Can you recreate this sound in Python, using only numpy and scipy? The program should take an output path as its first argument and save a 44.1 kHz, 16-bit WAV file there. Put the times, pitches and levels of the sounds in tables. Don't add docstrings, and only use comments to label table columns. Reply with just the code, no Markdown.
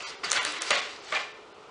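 import sys
import numpy as np
from scipy import signal
from scipy.fft import rfft, irfft, dct
from scipy.io import wavfile
from scipy.ndimage import uniform_filter1d

SR = 44100
rng = np.random.default_rng(int(sys.argv[2]) if len(sys.argv) > 2 else 0)


def invert_db(level):
    return 10 ** (np.asarray(level, dtype=float) / 20)


def waveform_to_disk(signal):
    frames = np.transpose(np.atleast_2d(signal))
    scaled = np.clip(frames, -1, 1) * 32767
    samples = np.round(scaled).astype(np.int16)
    wavfile.write(sys.argv[1], SR, samples)


N = 74970

# pitch_hz, width_hz, level_db
BOX_RESONANCES = [(557, 270, -3), (1167, 266, 4), (1496, 390, 2.5), (1765, 130, 5.5), (2054, 300, 3),
                  (2396, 210, 5), (2661, 430, 3.5), (3860, 1500, -1)]


def band(x, hz, width):
    return signal.lfilter(*signal.iirpeak(min(hz, .45 * SR), hz / width, fs=SR), x)


def unit(x):
    return x / np.sqrt(np.mean(x ** 2))


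def walk(per_s):
    k = int(SR / per_s)
    smooth = uniform_filter1d(rng.standard_normal(N), k)
    return unit(uniform_filter1d(smooth, k))


def coloured(points):
    point_hz, point_db = np.array(points).T
    hz = np.maximum(np.fft.rfftfreq(N, 1 / SR), 1)
    gain = invert_db(np.interp(np.log(hz), np.log(point_hz), point_db))
    return unit(irfft(rfft(rng.standard_normal(N)) * gain, N))


def body(x, peaks):
    out = np.zeros(len(x))
    for k, (hz, width, db) in enumerate(peaks):
        out += (-1) ** k * invert_db(db) * band(x, hz, width)
    return out


def slips(per_s, spread_db):
    chance, sign, size = rng.random((3, N))
    size_db = np.minimum(-spread_db * np.log(1 - size), 9)
    return unit((chance < per_s / SR) * np.sign(sign - .5) * invert_db(size_db))


def vent():
    # pitch_hz, level_db (per Hz)
    air_spectrum = [(15, -43), (25, -27.5), (189, -20), (424, -12.5), (1390, -14), (1660, -26),
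                    (2890, -23.5), (8360, -41.5), (10500, -49), (13600, -87), (22000, -120)]
    air = invert_db(-51 + walk(3.6)) * coloured(air_spectrum)
    duct_hz, duct_width_hz, duct_db = 425, 70, -55.5
    hum = band(rng.standard_normal(N), duct_hz, duct_width_hz)
    hum = unit(band(hum, duct_hz, 2 * duct_width_hz))
    return air + invert_db(duct_db) * hum


def drag(t):
    # time_s, pressure_db, brightness_db
    strokes = [(0, -38, -2.5), (0.052, -41.5, -1), (0.104, -42.5, 4.5), (.17, -54.5, -41), (0.229, -59, -3),
               (0.244, -38.5, 5), (.3, -32.5, -15.5), (.36, -30, -0.5), (.41, -37, -16), (0.468, -37, 2.5),
               (0.561, -35.5, -9.5), (.7, -37, 3), (0.761, -28.5, -3.5), (.82, -39, -3.5), (1.0, -55, 0),
               (1.111, -41, -1.5), (1.199, -39.5, -1), (1.3, -63.5, -3.5)]
    # pitch_hz, width_hz, level_db
    tape_resonances = [(4600, 530, 10.5), (5750, 3600, -0.5), (8230, 2750, -4), (10300, 1500, -14.5)]
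    slips_per_s, spread_db, patchy_db, tape_db = 9000, 2.5, 1.8, -2
    time_s, pressure_db, brightness_db = np.array(strokes).T

    clicks = slips(slips_per_s, spread_db) * invert_db(patchy_db * walk(89))
    card = unit(body(clicks, BOX_RESONANCES))
    tape = unit(body(clicks, tape_resonances))
    both = card + invert_db(tape_db + np.interp(t, time_s, brightness_db)) * tape
    return both * invert_db(np.interp(t, time_s, pressure_db))


def snaps(t):
    # start_s, peak_db, centre_hz, box_share_db
    tape_snaps = [(.006, -27, 2600, -10), (.3017, -19, 6500, -25), (.3123, -14, 6600, -22),
                  (.3163, -7, 6400, -12), (.3178, -14, 7000, -5), (.3297, -13, 7500, -5),
                  (.4305, -27, 9800, -20), (.45, -15, 8500, -4), (.4512, -18, 5000, -4),
                  (.4635, -20, 3800, -8), (.5225, -25, 9000, -8), (.6195, -17, 8500, -12),
                  (.6208, -16, 5500, -12), (.7058, -12, 4200, -4), (.7075, -16, 7000, -2),
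                  (.708, -20, 10000, -12), (.9635, -34, 5000, -8), (1.0475, -41, 7000, -8),
                  (1.1238, -20, 1500, -4), (.2372, -29, 2600, -3), (.3722, -21, 1700, -6),
                  (1.149, -20, 4000, -3), (.7555, -20, 3200, -6), (.726, -23, 6000, -4)]
    fade_s, width_ratio = .0005, .5
    out = np.zeros(N)
    for start, db, hz, box_db in tape_snaps:
        burst = rng.standard_normal(N) * (t >= start) * np.exp(-np.abs(t - start) / fade_s)
        crack = band(burst, hz, hz * width_ratio)
        crack = band(crack, hz, hz * width_ratio)
        crack = band(crack, hz, hz)
        jolt = body(burst, BOX_RESONANCES)
        out += invert_db(db) * (crack / np.abs(crack).max() + invert_db(box_db) * jolt / np.abs(jolt).max())
    return out


def knocks(t):
    # start_s, level_db, rattle_length_s, top_hz
    box_knocks = [(0.2337, -33, 0.011, 1810), (0.358, -35.5, 0.015, 2500), (0.37, -29, .012, 3900),
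                  (0.393, -27.5, .008, 2500), (0.461, -33.5, 0.015, 3550), (0.7048, -22.5, 0.012, 3000),
                  (0.729, -21, 0.0028, 3500), (0.762, -26, 0.01, 3500), (1.1245, -30, 0.019, 2220),
                  (1.152, -30.5, 0.023, 3500), (1.17, -50, .006, 2900), (1.19, -38, .015, 3000)]
    rattle_per_s, spread_db, fade_s = 2500, 2.2, .0067
    first_touch_db, settle_s = 5, .004
    out = np.zeros(N)
    for start, db, length, top_hz in box_knocks:
        shape = (t >= start) * np.exp(-np.maximum(t - start - length, 0) / fade_s)
        shape = shape * invert_db(first_touch_db * np.exp(-np.abs(t - start) / settle_s))
        softness = signal.butter(2, top_hz, fs=SR)
        contacts = signal.lfilter(*softness, slips(rattle_per_s, spread_db))
        steady_level = np.std(body(contacts, BOX_RESONANCES))
        out += invert_db(db) * body(contacts * shape, BOX_RESONANCES) / steady_level
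    return out


def thuds(t):
    # start_s, peak_db, pitch_hz, t60_s
    panel_modes = [(.237, -32.5, 403, .06), (.262, -40, 177, 0.072), (0.38, -36, 127, 0.074),
                   (0.391, -37.5, 250, 0.077), (.45, -46.5, 130, 0.13), (.47, -41, 301, 0.22),
                   (.585, -44.5, 333, 0.26), (.708, -42.5, 127, 0.13), (0.71, -34.5, 238, 0.13),
                   (.709, -14.5, 570, 0.028), (.765, -31, 530, 0.029), (1.0, -61, 96, 0.13),
                   (0.71, -22, 1170, 0.064), (.7062, -26, 1300, 0.039), (.712, -21, 2050, 0.028),
                   (1.12, -27, 1157, 0.057), (1.157, -23, 2400, 0.1), (1.143, -27, 1770, 0.17),
                   (.356, -21, 1500, 0.06), (0.32, -35, 524, 0.11), (.362, -22, 4530, .03),
                   (1.125, -30, 642, 0.086), (1.152, -27, 816, 0.074)]
    out = np.zeros(N)
    for start, db, hz, t60 in panel_modes:
        age = np.maximum(t - start, 0)
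        swell = 1 - np.exp(-age * hz)
        out += invert_db(db - 60 * age / t60) * swell * np.sin(2 * np.pi * hz * age)
    return out


def room(x):
    # centre_hz, t60_s, level_db
    decay_bands = [(185, .5, -1), (648, 0.49, 2.5), (2160, .6, -2.5), (4170, 0.56, -3), (8500, 0.51, -6.5)]
    tail_db, gap_s = -9.5, .0033
    t = np.arange(SR) / SR
    tail = np.zeros(SR)
    for hz, t60, db in decay_bands:
        noise = unit(band(rng.standard_normal(SR), hz, hz))
        tail += invert_db(db - 60 * t / t60) * noise * np.sqrt(hz / 2000)
    tail = tail * np.clip(t / gap_s - 1, 0, 1)
    tail = tail / np.linalg.norm(tail)
    return x + invert_db(tail_db) * signal.fftconvolve(x, tail)[:N]


def scene():
    t = np.arange(N) / SR
    at_box = drag(t) + snaps(t) + knocks(t) + thuds(t)
    return (room(at_box) + vent())[None]


def thin_out(x):
    # centre_s, length_s, bar_db (that a low line must clear), top_hz (none above)
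    thin_moments = [(.052, .06, 3, 7300), (.172, .056, 0, 9000), (.401, .038, 3, 7300),
                    (.599, .03, 1, 6000), (.731, .026, 0, 8600), (.767, .013, -5, 6300),
                    (.811, .013, -2, 5000), (1.012, .024, -20, 7300), (1.07, .026, -5, 8000),
                    (1.228, .021, -12, 7800), (1.333, .022, -20, 6200), (1.535, .024, -10, 5200)]
    top_bar_db, span_hz, max_gain_db, low_hz = 7.5, 1000, 6, 260
    out = x.copy()
    for centre, length, bar_db, top_hz in thin_moments:
        n = int(length * SR)
        a = int(centre * SR) - n // 2
        fade = np.sqrt(signal.windows.tukey(n, .9))
        hz = np.arange(n) * SR / 2 / n
        lines = dct(x[a:a + n] * fade, norm="ortho")
        near = np.sqrt(uniform_filter1d(lines ** 2, int(span_hz * 2 * length)) + 1e-18)
        bar_hz = [0, low_hz, low_hz + 1, top_hz]
        bar = near * invert_db(np.interp(hz, bar_hz, [bar_db + 8, bar_db + 14, bar_db, top_bar_db]))
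        gain = np.minimum(invert_db(max_gain_db), np.maximum(bar / near, 1))
        kept = (np.abs(lines) > bar) * (hz < top_hz) * gain
        out[a:a + n] -= fade * dct(lines * (1 - kept), type=3, norm="ortho")
    return out


def top_cut(x):
    return signal.sosfilt(signal.butter(12, 11170, fs=SR, output="sos"), x)


def record(dry):
    limit, top_hz = 1.2, 10915
    x = limit * np.tanh(dry[0] / limit)
    x = thin_out(x)
    x = signal.sosfilt(signal.cheby2(12, 45, top_hz, fs=SR, output="sos"), x)
    return top_cut(x[None])


dry = scene()
out = record(dry)
waveform_to_disk(out)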